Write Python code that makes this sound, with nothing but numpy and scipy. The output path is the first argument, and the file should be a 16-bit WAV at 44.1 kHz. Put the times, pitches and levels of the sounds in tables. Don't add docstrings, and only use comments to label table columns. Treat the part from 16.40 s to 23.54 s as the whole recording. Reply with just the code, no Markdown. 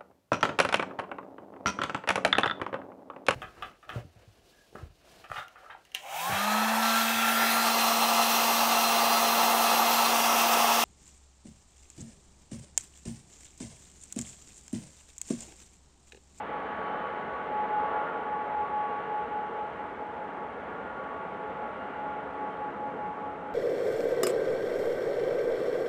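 import sys
import numpy as np
from scipy import signal
from scipy.fft import rfft, irfft
from scipy.io import wavfile

SR = 44100
rng = np.random.default_rng(int(sys.argv[2]) if len(sys.argv) > 2 else 0)


def wav_record(signal):
    frames = np.transpose(np.atleast_2d(signal))
    bounded = np.clip(frames, -1, 1)
    quanta = np.round(bounded * 32767).astype(np.int16)
    wavfile.write(sys.argv[1], SR, quanta)


N = 314874

# f/Hz, density/dB
HISS_COLOUR = [(100, 2), (5000, -3), (8700, -8), (9100, -12), (11000, -10)]
HISS_DB = -74.5
# f/Hz, width/Hz, level/dB
BUZZ_RINGS = [(6040, 200, -98.5), (6250, 200, -99), (7000, 400, -101), (7500, 200, -101), (7850, 160, -98),
              (8620, 300, -99)]
FRAME_HZ, CUTOFF_HZ = 29.97, 10000

# t/s, bass level/dB, middle level/dB, treble level/dB
ROAR_SWELLS = [(0, -48.5, -48, -44.5), (0.55, -51.5, -41.5, -42.5), (1.1, -49.5, -47, -46),
               (1.55, -52, -36, -42.5), (1.85, -52, -43, -46.5), (2.5, -52.5, -46.5, -45.5),
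               (3.1, -53.5, -47, -47), (3.9, -50.5, -49.5, -51), (4.55, -53, -47, -48.5),
               (5.0, -50, -49.5, -49), (5.7, -50.5, -48.5, -49), (6.3, -49.5, -49, -50.5),
               (6.55, -48.5, -48.5, -52.5), (7.14, -50, -49, -53)]
# f/Hz, density/dB
ROAR_COLOUR = [(25, -36), (40, -27.5), (68, -11), (115, -17), (195, -5), (330, -9), (445, -1), (600, -6),
               (850, -2), (960, -4.5), (1040, -10.5), (1090, -8.5), (1160, -8), (1300, -8.5), (2250, -18),
               (2450, -24), (3100, -27.5), (4300, -43.5), (5200, -63), (7000, -82)]
# f/Hz, bass share, middle share, treble share
SWELL_SHARES = [(90, 0, 0.1, 0.046), (200, 0.68, 0, 0.065), (480, 0.033, 0.07, 0.24),
                (800, 0.28, 0.62, 0.051), (2000, 0.25, 0.0031, 0.75)]
ROAR_DB = -38.5

# t/s, level/dB
DRONE_LEVEL = [(0, -53), (.6, -54.5), (1.0, -54), (1.2, -46), (1.9, -47.5), (2.25, -55.5), (2.6, -45.5),
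               (3.2, -44.5), (3.6, -61), (3.95, -52), (4.4, -70), (5.15, -46), (5.65, -66), (6.05, -45),
               (6.6, -64), (6.95, -52), (7.14, -62)]
DRONE_HZ, DRONE_WIDTH_HZ = 439.4, 60

BAND_HZ = [353, 527, 563, 615, 770, 862, 882, 1758, 2535, 2660, 3332]
# width of each of two passes/Hz, level before fades and swell/dB
BAND_SHAPES = [(8, -70), (14.2, -52.5), (8.6, -60), (8.05, -57.5), (25, -70), (10, -60), (10, -58),
               (10, -73.5), (16, -81), (90, -75), (16, -83.5)]
BANDS_FOLLOW = 0.34

WHINE_HZ = [666, 1178, 1250, 1324, 1402, 1414, 1469, 1481, 1690, 1979, 2801, 2811, 3027]
# level before movement/dB, share of treble swell, rms phase spread/turns
WHINES = [(-56, 0.37, 0.2), (-66, .5, .1), (-63.5, 0.63, 0.11), (-63.5, 0.39, 0.13), (-61, 0.41, 0.15),
          (-61.5, 0.5, 0.22), (-61, 1.0, 0.12), (-64.5, 0.91, 0.076), (-66, 0.74, 0.059), (-70.5, 0.63, .1),
          (-77.5, 0.98, 0.14), (-78.5, 0.97, 0.22), (-81, 0.81, .06)]
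# peak t/s, length/s, f/Hz, lift/dB
CLEAR_SPELLS = [(.5, .66, 3027, 16), (1.78, .26, 3027, 14), (3.15, 1.05, 3027, 8), (4.75, .35, 3027, 3),
                (1.4, .7, 2801, 8), (2.6, .6, 2801, 8), (4.9, .5, 2801, 6), (6.5, .4, 2801, 8),
                (3.0, .3, 2811, 9), (3.4, .3, 2811, 7), (4.8, .3, 2811, 6), (5.48, .3, 2811, 13),
                (1.2, .25, 1979, 6), (2.0, .3, 1979, 6), (2.9, .5, 1979, 6), (5.55, .45, 1979, 9),
                (6.2, .6, 1979, 7), (.4, .65, 1690, 6), (2.15, 1.9, 1690, 6), (4.4, .6, 1690, 8),
                (.8, .65, 1481, 11), (1.4, .2, 1481, 6), (.4, .3, 1469, 4), (1.65, .8, 1469, 5),
                (2.9, .7, 1469, 5), (4.3, .4, 1469, 5), (5.6, .5, 1469, 5), (1.85, 1.05, 1414, 10),
                (2.8, .35, 1414, 5), (3.8, .2, 1414, 5), (4.5, .85, 1414, 10), (5.8, .3, 1414, 8),
                (6.4, .3, 1414, 7), (.65, .4, 1402, 4), (1.6, .3, 1402, 9), (3.2, .25, 1402, 5),
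                (4.0, .25, 1402, 5), (4.55, .4, 1402, 5), (5.45, .8, 1402, 11), (6.2, .25, 1402, 8),
                (6.6, .25, 1402, 6), (.4, .65, 1324, 8), (1.35, .4, 1324, 6), (3.05, .4, 1324, 3),
                (4.0, .25, 1324, 4), (5.75, 1.3, 1324, 7), (6.95, .4, 1324, 6), (.42, .3, 1250, 9),
                (1.7, .7, 1250, 7), (2.4, .25, 1250, 5), (4.5, .4, 1250, 3), (.72, .4, 1178, 9),
                (1.6, .4, 666, 5), (3.3, .2, 666, 5), (3.9, .5, 666, 3), (4.75, .25, 666, 5),
                (5.15, .3, 666, 4), (5.65, .2, 666, 6), (6.1, .35, 666, 5), (6.95, .35, 666, 6)]
FADE_DB, FADE_RATE_HZ = 1.5, 3

# t/s, f/Hz
BLADE_RATE = [(0, 282.1), (3.0, 281.7), (7.14, 280.8)]
# t/s, beat lead/turns, faster fan level/dB, slower fan level/dB
THIRDS = [(0.0, 0.17, -40, -37), (0.06, 0.2, -51, -45), (0.13, 0.3, -43, -41.5), (0.2, 0.37, -47.5, -48),
          (0.4, 0.57, -59, -43), (0.61, 0.55, -34.5, -43), (0.76, 0.39, -52.5, -42.5),
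          (0.84, 0.39, -46, -41), (0.9, 0.35, -39, -50), (0.95, 0.3, -49, -53), (1.04, 0.34, -41, -52),
          (1.11, 0.44, -35, -52), (1.28, 0.39, -28, -31), (1.45, 0.15, -35.5, -40), (1.57, 0.4, -33.5, -39),
          (1.7, 0.35, -39, -48), (1.83, 0.69, -40, -42.5), (1.9, 0.66, -34, -44), (2.0, 0.61, -35.5, -41.5),
          (2.07, 0.5, -35, -45.5), (2.29, 0.54, -32, -32), (2.52, 0.45, -48.5, -34),
          (2.64, 0.95, -41, -42.5), (2.88, 0.66, -34.5, -33.5), (3.1, 0.52, -40, -42.5),
          (3.22, 0.65, -37, -43.5), (3.34, 0.44, -43, -44), (3.55, 0.48, -48, -44.5),
          (3.75, 0.51, -45, -43.5), (3.93, 0.8, -49, -46), (4.15, 0.52, -51, -51), (4.35, 0.49, -64, -55),
          (4.55, 0.57, -56, -55.0), (4.72, 0.82, -48.5, -55), (4.95, 0.81, -42, -57),
          (5.06, 0.77, -44.5, -47.5), (5.15, 0.77, -40, -45), (5.23, 0.88, -40, -47),
          (5.35, 0.96, -47, -52), (5.53, 0.97, -41, -49), (5.72, 0.96, -36, -48), (5.9, 1.8, -48, -65),
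          (6.03, 1.2, -35.5, -50.5), (6.15, 0.94, -38.5, -46), (6.25, 0.86, -37, -45),
          (6.35, 1.12, -44, -44), (6.45, 1.11, -38.5, -43), (6.6, 1.02, -39, -40.5),
          (6.8, 1.08, -41, -49.5), (6.95, 1.06, -41, -48), (7.14, 0.74, -44.5, -48)]
# t/s, level/dB
FIRST_LEVEL = [(0, -53), (0.9, -60.5), (1.6, -53.5), (2.2, -63), (3.5, -60), (4.6, -58), (5.15, -64.5),
               (5.75, -50), (6.3, -55.5), (6.6, -53.5), (7.14, -49)]
# t/s, level/dB
FOURTH_LEVEL = [(0.0, -57), (0.04, -59), (0.08, -50), (0.2, -42.5), (0.3, -46), (0.46, -39.5), (0.52, -45),
                (0.55, -42), (0.61, -53), (0.65, -37.5), (0.75, -52), (0.83, -43), (0.87, -51),
                (0.95, -37.5), (1.09, -52), (1.19, -39), (1.25, -49), (1.31, -48), (1.35, -50), (1.4, -40),
                (1.47, -38.5), (1.83, -46.5), (1.87, -39), (1.93, -52), (1.95, -39), (2.03, -41.5),
                (2.13, -59.5), (2.26, -36), (2.34, -45.5), (2.42, -38.5), (2.6, -41), (2.74, -51),
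                (2.8, -43.5), (2.96, -55.5), (3.04, -46.5), (3.78, -58.5), (4.02, -47), (4.16, -59),
                (4.32, -43), (4.51, -55.5), (4.6, -43), (4.67, -45), (4.79, -42.5), (4.83, -47.5),
                (5.17, -53.5), (5.27, -44), (5.63, -57.5), (5.65, -49), (5.79, -50), (5.85, -58),
                (5.93, -48), (6.24, -46), (6.34, -53.5), (6.84, -46), (6.96, -60), (7.04, -56), (7.08, -63),
                (7.14, -60)]
# t/s, f/Hz
FOURTH_PITCH = [(0, 1124), (.3, 1126), (.55, 1123.5), (1.0, 1126), (1.45, 1124), (1.85, 1127.5),
                (2.1, 1125.5), (2.5, 1126.5), (3.3, 1126.5), (3.9, 1123.5), (4.35, 1127), (4.7, 1125),
                (5.4, 1123.5), (5.75, 1121), (6.05, 1125), (6.6, 1125), (7.14, 1121)]
BEAT_HZ = 4.8


def from_db(db):
    return 10 ** (np.asarray(db) / 20)


def rms_one(x):
    return x / np.sqrt(np.mean(x ** 2) + 1e-20)


def in_time(rows):
    s, *columns = np.transpose(rows)
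    return [np.interp(np.arange(N) / SR, s, column) for column in columns]


def at_hz(points, hz):
    point_hz, level_db = np.transpose(points)
    return np.interp(np.log(hz), np.log(point_hz), level_db)


def drift(rate_hz):
    step = 40
    r = np.exp(-2 * np.pi * step * rate_hz / SR)
    noise = rng.standard_normal(N // step + 2002)
    slow = signal.lfilter([1], [1, -2 * r, r * r], noise)[2000:]
    return np.interp(np.arange(N) / step, np.arange(len(slow)), rms_one(slow - slow.mean()))


def resonance(x, hz, width_hz):
    r = np.exp(-np.pi * width_hz / SR)
    poles = [1, -2 * r * np.cos(2 * np.pi * hz / SR), r * r]
    return signal.lfilter([(1 - r * r) / 2, 0, (r * r - 1) / 2], poles, x)


def resonant_twice(x, hz, width_hz):
    return resonance(resonance(x, hz, width_hz), hz, width_hz)


def coloured(colour):
    hz = np.maximum(np.fft.rfftfreq(N, 1 / SR), 1)
    return rfft(rng.standard_normal(N)) * from_db(at_hz(colour, hz)), hz


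def camera():
    spectrum, _ = coloured(HISS_COLOUR)
    hiss = from_db(HISS_DB) * rms_one(irfft(spectrum, N))
    half_frames = np.floor(np.arange(N + 1) * 2 * FRAME_HZ / SR)
    ticks = np.diff(half_frames) * (1 - .75 * (half_frames[1:] % 2))
    buzz = sum(from_db(level_db) * rms_one(resonance(ticks, hz, width_hz))
               for hz, width_hz, level_db in BUZZ_RINGS)
    return hiss + buzz


def roar(swells_db):
    spectrum, hz = coloured(ROAR_COLOUR)
    scale = np.std(irfft(spectrum, N))
    out = np.zeros(N)
    centres = np.geomspace(25, 6400, num=17)
    share_hz, *shares = np.transpose(SWELL_SHARES)
    for k, centre in enumerate(centres):
        window = np.interp(np.log(hz), np.log(centres), np.arange(len(centres)) == k)
        swell_db = sum(np.interp(np.log(centre), np.log(share_hz), share) * db
                       for share, db in zip(shares, swells_db))
        flutter_db = 0.7 * drift(7.8)
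        out += from_db(swell_db + flutter_db) * irfft(spectrum * window, N)
    return from_db(ROAR_DB) * out / scale


def drone():
    band = resonant_twice(rng.standard_normal(N), DRONE_HZ, DRONE_WIDTH_HZ)
    return from_db(in_time(DRONE_LEVEL)[0]) * rms_one(band)


def blurred_bands():
    white = rng.standard_normal(N)
    out = np.zeros(N)
    for hz, (width_hz, level_db) in zip(BAND_HZ, BAND_SHAPES):
        fade_db = 1.5 * drift(.7)
        out += from_db(level_db + fade_db) * rms_one(resonant_twice(white, hz, width_hz))
    return out


def whines(treble_db):
    s, out = np.arange(N) / SR, np.zeros(N)
    for hz, (level_db, share, waver) in zip(WHINE_HZ, WHINES):
        spells_db = sum(lift_db * np.exp(-(2 * (s - at) / length) ** 6)
                        for at, length, spell_hz, lift_db in CLEAR_SPELLS if spell_hz == hz)
        air_db = FADE_DB * drift(FADE_RATE_HZ) + 1.5 * drift(9.2)
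        gain = from_db(level_db + share * treble_db + spells_db + air_db)
        out += np.sqrt(2) * gain * np.cos(2 * np.pi * (hz * s + waver * drift(4.8)))
    return out


def blurred_tone(cycles, level_db, blur_db, waver):
    gain = from_db(level_db + blur_db * drift(9.6))
    return gain * np.cos(2 * np.pi * (cycles + waver * drift(2.3)))


def fans():
    s = np.arange(N) / SR
    turns = np.cumsum(in_time(BLADE_RATE)[0]) / SR
    lead, fast_db, slow_db = in_time(THIRDS)
    fast_third = from_db(fast_db) * np.cos(2 * np.pi * 3 * turns)
    slow_third = from_db(slow_db) * np.cos(2 * np.pi * (3 * turns - BEAT_HZ * s - lead))
    first_db = in_time(FIRST_LEVEL)[0] + FADE_DB * drift(FADE_RATE_HZ)
    first = blurred_tone(turns, first_db, blur_db=1.8, waver=.2)
    fourth_cycles = np.cumsum(in_time(FOURTH_PITCH)[0]) / SR
    fourth = blurred_tone(fourth_cycles, in_time(FOURTH_LEVEL)[0], blur_db=.7, waver=.04)
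    return np.sqrt(2) * (fast_third + slow_third + first + fourth)


def scene():
    swells_db = [level - level.mean() for level in in_time(ROAR_SWELLS)]
    _, middle_db, treble_db = swells_db
    tones = fans() + whines(treble_db)
    tones += from_db(BANDS_FOLLOW * middle_db) * blurred_bands()
    return (tones + drone() + roar(swells_db))[None]


def record(dry):
    ease_in = np.minimum(np.arange(N) / (.002 * SR), 1)
    eased = (dry + camera()) * ease_in
    top_cut = signal.ellip(14, .3, 60, CUTOFF_HZ, fs=SR, output="sos")
    return signal.sosfilt(top_cut, eased)


dry = scene()
out = record(dry)
wav_record(out)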